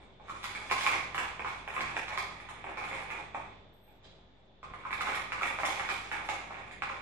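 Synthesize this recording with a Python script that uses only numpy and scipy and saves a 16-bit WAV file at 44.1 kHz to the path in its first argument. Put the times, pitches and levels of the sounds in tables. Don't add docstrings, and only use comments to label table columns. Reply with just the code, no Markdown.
import sys
import numpy as np
from scipy import signal
from scipy.fft import rfft, irfft
from scipy.io import wavfile

SR = 44100
rng = np.random.default_rng(int(sys.argv[2]) if len(sys.argv) > 2 else 0)


def transcribe(u):
    v = np.clip(np.atleast_2d(u).T, -1, 1)
    q = np.round(v * 32767).astype(np.int16)
    wavfile.write(sys.argv[1], SR, q)


def voltage_ratio(decibels):
    exponent = np.asarray(decibels, float) / 20
    return 10 ** exponent


N = 309141

# t/s, strength
# level/dB, cover minus trough level/dB, shell over track level/dB, click over track level/dB
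BALL_KNOCKS = [(0.197, -43.5, -6, -9, -23), (0.282, -37, 15, -8, -12), (0.295, -30, 12, -6, -8),
               (0.43, -37.5, 15, 3, 3.5), (0.441, -30, 25, 4, 0.5), (0.549, -35.5, 10, 8.5, 1),
               (0.698, -31.5, 12, 6, -7), (0.712, -17, 7.5, -2.5, -6), (0.864, -20, 18, 2.5, -1.5),
               (0.933, -27.5, -2, 6, -6), (1.145, -25, 5, 3, -8), (1.179, -25.5, 0.5, 9.5, -2.5),
               (1.394, -29.5, 1, 0, -9), (1.446, -27, 5, 0, -23), (1.476, -33, 7, 7, -1.5),
               (1.676, -32, -0.5, 6.5, -6.5), (1.764, -23.5, 5.5, 1, -16), (1.807, -28.5, -13, 7, 0.5),
               (1.966, -27.5, -10, 7.5, -1), (2.082, -32, 57, -4, -1.5), (2.104, -35.5, -18, 1, -22),
               (2.175, -25, 3.5, 2.5, -3),
               (2.4, -38.5, 16.5, 5, -7), (2.488, -37, 1, 3.5, -0.5), (2.641, -32, -5.5, -5, -12),
               (2.664, -32, -2, 0, -20), (2.69, -33.5, -5, -12, -16), (2.772, -29, 0, -1, -11),
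               (2.812, -29.5, -1.5, -2, -17), (2.842, -35.5, 21, 2, -7), (2.913, -28.5, -18, -0.5, -25),
               (3.103, -29.5, 2, -1.5, -8), (3.186, -30, -3.5, -4, -11.5), (3.345, -27.5, -3, -1.5, -14.5),
               (3.877, -51, -10, -6.5, -22), (4.629, -36, 9, -8, -12), (4.736, -34.5, 7, -1.5, -13.5),
               (4.836, -38.5, 15, -11, -24), (4.851, -28, 17, -10.5, -25), (4.907, -33, 0, 6, -6),
               (4.928, -30, 10, 10, -2.5),
               (5.008, -21, 22, 1, -6.5), (5.071, -21, 25, -17, -25), (5.146, -26, 25, 3, -3),
              (5.32, -22.5, 22, -0.5, -11), (5.411, -20.5, 25, -24, -18), (5.432, -24.5, -5, 6, -7.5),
              (5.587, -24, -3.5, -6.5, -16), (5.633, -24.5, 0, 3.5, -17), (5.652, -24.5, -3, 4, 2.5),
              (5.797, -30, 0, 7, -9), (5.889, -24.5, -0.5, 3, -4.5), (5.915, -36, -9, 0, 6),
              (6.115, -26, -4, 5, -9.5), (6.144, -30, -5, 1, -10), (6.288, -22.5, -3, 4, -6),
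              (6.506, -34, -1, -9, -17), (6.543, -35.5, -2, -1.5, -20), (6.711, -49.5, -4, 13.5, 9),
              (6.821, -27, 1.5, 2.5, -9.5), (6.895, -28, 4.5, -7, -15)]
KNOCKS = np.transpose(BALL_KNOCKS)


def rms_one(x):
    return x / np.sqrt(np.mean(x ** 2) + 1e-20)


def at_hz(points, hz):
    points = np.array(points)
    return np.interp(np.log(hz), np.log(np.maximum(points[:, 0], 1)), points[:, 1])


def drift(rate):
    r = np.exp(-80 * np.pi * rate / SR)
    white = rng.standard_normal(N // 40 + 2002)
    slow = signal.lfilter([1], [1, -2 * r, r * r], white)[2000:]
    return np.interp(np.arange(N) / 40, np.arange(len(slow)), rms_one(slow))


def ring(clicks, hz, t60):
    r = voltage_ratio(-60 / (max(t60, .002) * SR))
    w = 2 * np.pi * hz / SR
    return signal.lfilter([0, np.sin(w)], [1, -2 * r * np.cos(w), r * r], clicks + 1e-18)


def stereo_bands(size):
    # f/Hz, correlation
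    likeness = [(30, 0.39), (80, 0.59), (250, 0.59), (500, 0.68), (1000, 0.074), (14000, 0)]
    edges = 30 * 2 ** np.arange(0, 9.3, .5)
    white = rng.standard_normal((2, 2, size))
    for k, (low, high) in enumerate(zip(edges, edges[1:])):
        band = signal.butter(2, [low, high], "band", fs=SR, output="sos")
        mid, side = signal.sosfilt(band, white[k % 2])
        hz = np.sqrt(low * high)
        alike = np.clip(at_hz(likeness, hz), 0, 1)
        yield hz, np.sqrt(1 + alike) * mid + np.sqrt(1 - alike) * side * [[1], [-1]]


def gate(play):
    shut_db, knee_db, range_db = -56.5, -71.5, 15
    follows, smoothing_s, start_db = 0.33, 0.043, -53
    r = np.exp(-1 / (smoothing_s * SR))
    power, _ = signal.lfilter([1 - r], [1, -r], np.mean(play ** 2, axis=0), zi=[voltage_ratio(start_db) ** 2])
    over_db = np.maximum(10 * np.log10(power + 1e-12) - knee_db, 0)
    return shut_db + range_db * np.tanh(follows * over_db / range_db * 1.04)


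def hum(gate_db):
    # f/Hz, level/dB per Hz
    rumble = [(18, -18), (38, -12), (60, 8), (113, 5), (200, 4), (400, 1.5), (700, 4.5), (1000, -9.5),
              (1500, -7.5), (2500, -18.5), (3500, -8), (5000, -53), (8000, -51), (12000, -62)]
    # f/Hz, level/dB rms
    mains = [(49, -73.5), (96, -77), (142, -80), (195, -80), (385, -80.5)]
    noise = rms_one(sum(voltage_ratio(at_hz(rumble, hz) + 1.2 * drift(8)) * band for hz, band in stereo_bands(size=N)))
    hiss = np.array([rms_one(ring(white, 3510, 0.012)) for white in rng.standard_normal((2, N))])
    t = np.arange(N) / SR
    lines = np.zeros(N)
    for hz, level_db in mains:
        phase = 2 * np.pi * hz * t + 1.73 * drift(4.16)
        lines += voltage_ratio(level_db + 1.05 * drift(15.0)) * np.sin(phase)
    return voltage_ratio(gate_db) * (voltage_ratio(-7.5) * noise + voltage_ratio(-18.0) * hiss + voltage_ratio(63) * lines)


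def rolling(s):
    # t/s, rolling time/s, level/dB, brightness level/dB
    rolls = [(0.0, 0.0099, -59.5, -8.5), (0.272, 0.42, -51, -4), (.45, 0.19, -54, 1),
             (.79, 0.038, -40.5, 1), (0.859, 0.044, -33, -10), (1.16, 0.097, -45, -7.5),
             (1.439, 0.04, -42, -5.5), (1.71, 0.27, -42, -9), (2.079, 0.05, -39.5, -11.5),
             (2.2, 0.025, -44.5, -10), (2.34, 0.26, -56, -13), (2.66, 0.031, -48.5, -18),
             (2.8, 0.19, -42.5, -9), (3.0, 0.13, -48.5, -9), (3.35, 0.057, -53, -11.5),
             (4.04, 0.028, -64.5, -6), (4.65, .1, -60, -14), (4.8, 0.15, -52.5, -10.5),
             (5.001, 0.14, -36.5, -9), (5.34, 0.025, -37.5, -12.5), (5.418, 0.021, -33.5, -7.5),
             (5.6, 0.13, -41.5, -1), (5.76, 0.098, -38.5, -7.5), (5.92, 0.42, -51, -4),
             (6.15, 0.019, -42, -13.5), (6.3, 0.073, -45.5, -9), (6.52, 0.097, -46.5, -11.5),
             (6.91, 0.015, -46.5, -13)]
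    rise_db_per_s, fall_db_per_s, rest_db = 310, 134, -77
    start, length, level_db, bright_db = np.transpose(rolls)[:, :, None]
    rise_db = rise_db_per_s * np.maximum(start - s, 0)
    fall_db = fall_db_per_s * np.maximum(s - start - length, 0)
    shape_db = level_db - rise_db - fall_db
    return np.maximum(shape_db.max(axis=0), rest_db), bright_db[shape_db.argmax(axis=0), 0]


def track():
    # f/Hz, level/dB, t60/s
    trough = [(317, -19, 0.12), (392, -18, 0.1), (532, -9.5, 0.05), (713, -5, 0.018), (807.4, 3, 0.026),
              (863, 0.5, 0.025), (934, -5.5, 0.094)]
    cover = [(1037, -1, 0.029), (1046, -6.5, 0.047), (1150, -1, 0.028), (1228, -3.5, 0.023),
             (1301, 0, 0.019), (1474, -2, 0.019)]
    shell = [(1672, -4, 0.013), (1895, -7.5, 0.025), (2000, -8, 0.013), (2173, -14.5, 0.048),
             (2231, -0.5, 0.014), (2365, -0.5, 0.0093), (2435, -3, 0.011), (2670, -7.5, 0.011)]
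    contact = [(3072, -5.5, 0.012), (3407, -1, 0.01), (3860, 0, 0.0033), (4390, -4.5, 0.0009),
               (5190, -2.5, 0.0018), (6280, -5, 0.0027), (7390, -1.5, 0.0024), (9030, -4, 0.0011),
               (10100, -11.5, 0.0034), (12280, -14, 0.0024)]
    s, strength_db, place_db, hard_db, click_db = KNOCKS
    at = np.round((s + .0004) * SR).astype(int)
    touch = np.flatnonzero(rng.random(N) < 200 * voltage_ratio(2.0 * drift(20)) / SR)
    roll_db, bright_db = rolling(touch / SR)
    chatter_db = roll_db + 3 * np.minimum(rng.exponential(1, len(touch)), 3)
    # modes, knock level/dB, chatter level/dB
    families = [(trough, -6 - np.maximum(place_db, 0), -9),
                (cover, -3.5 + np.minimum(place_db, 0), -9),
                (shell, -1.5 + hard_db, -4.5 + 1.5),
                (contact, click_db, bright_db)]
    out = np.zeros(N)
    for modes, knock_db, rattle_db in families:
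        luck = rng.standard_normal((len(at), len(modes)))
        family = np.zeros(N)
        for k, (hz, level_db, t60) in enumerate(modes):
            clicks = np.zeros(N)
            clicks[touch] = voltage_ratio(chatter_db + rattle_db) * rng.standard_normal(len(touch))
            share = np.sign(luck[:, k] + .25) * (.8 + .25 * abs(luck[:, k]))
            clicks[at] += voltage_ratio(strength_db + knock_db) * share
            family += voltage_ratio(level_db) * ring(clicks, hz, t60)
        edges = [.85 * modes[0][0], 1.1 * modes[-1][0]]
        out += signal.sosfilt(signal.butter(2, edges, "band", fs=SR, output="sos"), family)
    return out


def facing():
    open_s = [.864, 1.179, 2.175, 3.345, 5.411, 1.807, 1.966, 2.082, 2.104, 2.641, 2.913, 4.852, 4.927,
              5.072, 5.432, 6.288, 6.821, 6.895]
    s = KNOCKS[0]
    latest = np.searchsorted(s - .001, np.arange(N) / SR) - 1
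    in_the_open = np.abs(s[:, None] - open_s).min(axis=1) < .005
    return voltage_ratio(-5 + 2.5 * in_the_open)[latest]


def room(x):
    # f/Hz, t60/s
    room_t60 = [(150, 0.51), (500, 0.48), (1000, 0.6), (2500, 0.6), (5000, 0.69), (10000, 0.41)]
    t = np.arange(SR * 3 // 4) / SR
    place = 2 * np.pi * 1.7 * np.arange(N) / SR + 2 * drift(2)
    out = 0
    for share in (np.cos(place), np.sin(place), np.cos(2 * place + 1)):
        tail = sum(band * voltage_ratio(-60 * t / at_hz(room_t60, hz)) for hz, band in stereo_bands(size=len(t)))
        tail = tail * np.clip((t - .003) / 0.0022, 0, 1)
        tail *= voltage_ratio(4 * drift(70)[:len(t)] * np.exp(-t / .07))
        tail /= np.sqrt(np.sum(tail ** 2) * .75)
        out = out + signal.fftconvolve(share * x[None], tail, axes=1)[:, :N]
    return out


def thuds():
    # t/s, peak level/dB, t60/s
    blows = [
        (1.825, -48, 0.36),
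        (1.87, -47, 0.28),
        (4.715, -46, 0.034),
    ]
    # f/Hz, level/dB
    floor_modes = [(55, 2.5), (111, -11.5), (147, 2), (230, -2)]
    out = np.zeros(N)
    for s, peak_db, t60 in blows:
        clicks = np.zeros(N)
        clicks[round(s * SR)] = voltage_ratio(peak_db)
        out += sum(voltage_ratio(level_db) * ring(clicks, hz, t60) for hz, level_db in floor_modes)
    return signal.sosfilt(signal.butter(2, 300, fs=SR, output="sos"), out)


def in_time(rows, outside=None):
    s, *columns = np.transpose(rows)
    return [np.interp(np.arange(N) / SR, s, c, outside, outside) for c in columns]


def squeak():
    # t/s, third partial f/Hz, level/dB
    glide = [
        (3.72, 12050, -84),
        (3.75, 12150, -83),
        (3.78, 12350, -83),
        (3.803, 11900, -88),
        (3.835, 12500, -81),
        (3.87, 12350, -79),
        (3.91, 12000, -83),
        (3.95, 11750, -90),
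        (4.01, 12000, -96),
    ]
    third_hz, level_db = in_time(glide)
    t = np.arange(N) / SR
    sounding = np.clip(np.minimum(t - glide[0][0], glide[-1][0] - t) / 0.014, 0, 1)
    phase = 2 * np.pi * np.cumsum(third_hz * (1 + .004 * drift(90))) / 3 / SR
    partials = np.sin(3 * phase) + voltage_ratio(-9) * np.sin(2 * phase)
    return sounding * voltage_ratio(level_db + 5.5 + 2.1 * drift(55)) * partials


def tick():
    # t/s, peak level/dB
    strikes = [
        (4.029, -48),
    ]
    clicks = np.zeros(N)
    for s, peak_db in strikes:
        at = round(s * SR)
        skid_db = peak_db - 5.5 - 2.6 * np.arange(10)
        clicks[at:at + 4000:400] = voltage_ratio(skid_db) * rng.standard_normal(10)
    # f/Hz, level/dB
    modes = [(1120, -5), (1700, -17), (2250, -14), (3330, 3.5), (3480, -4), (3890, 5), (4690, -4),
             (5800, -18), (6600, -11), (7400, -24)]
    ringing = sum(voltage_ratio(level_db) * ring(clicks, hz, .008) for hz, level_db in modes)
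    return signal.sosfilt(signal.butter(4, 7500, fs=SR, output="sos"), ringing)


def scene():
    # f/Hz, left minus right level/dB
    balance = [(60, -35), (130, 9), (280, -4), (620, 0), (1340, -2.5), (2920, -5.5), (6360, -0.5),
               (13800, -5)]
    toy = track()
    soft = signal.sosfilt(signal.butter(2, 4500, fs=SR, output="sos"), toy)
    direct = np.array([np.roll(soft, 5), soft])
    play = facing() * direct + room(toy + tick())
    lean_db = at_hz(balance, np.fft.rfftfreq(N, 1 / SR) + 1) / 2
    play = irfft(rfft(play) * voltage_ratio([lean_db, -lean_db]), N)
    return play + squeak() + thuds() + hum(gate(play))


def drop_weak_treble(x):
    # f/Hz, level/dB
    threshold = [(7000, -125), (7700, -110), (8600, -104), (10000, -101), (10700, -95), (11500, -99),
                 (12500, -100), (13400, -102), (14200, -70)]
    hz, _, frames = signal.stft(x, SR, nperseg=2048)
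    power = np.abs(frames) ** 2 + 1e-20
    loud_db = 10 * np.log10(power[:, 30:200].mean(axis=1))
    for low in range(320, 700, 32):
        band = slice(low, low + 32)
        band_db = 10 * np.log10(power[:, band].mean(axis=1))
        over_db = band_db - at_hz(threshold, hz[low + 16]) - .3 * (loud_db + 70)
        over_db += 2 * rng.standard_normal(over_db.shape)
        frames[:, band] *= over_db[:, None] > 0
    return signal.istft(frames, SR, nperseg=2048)[1][:, :N]


def roll_off(x):
    return signal.sosfilt(signal.butter(12, 14440, fs=SR, output="sos"), x)


def record(dry):
    mix = drop_weak_treble(dry) - .0005
    return roll_off(mix)


dry = scene()
out = record(dry)
transcribe(out)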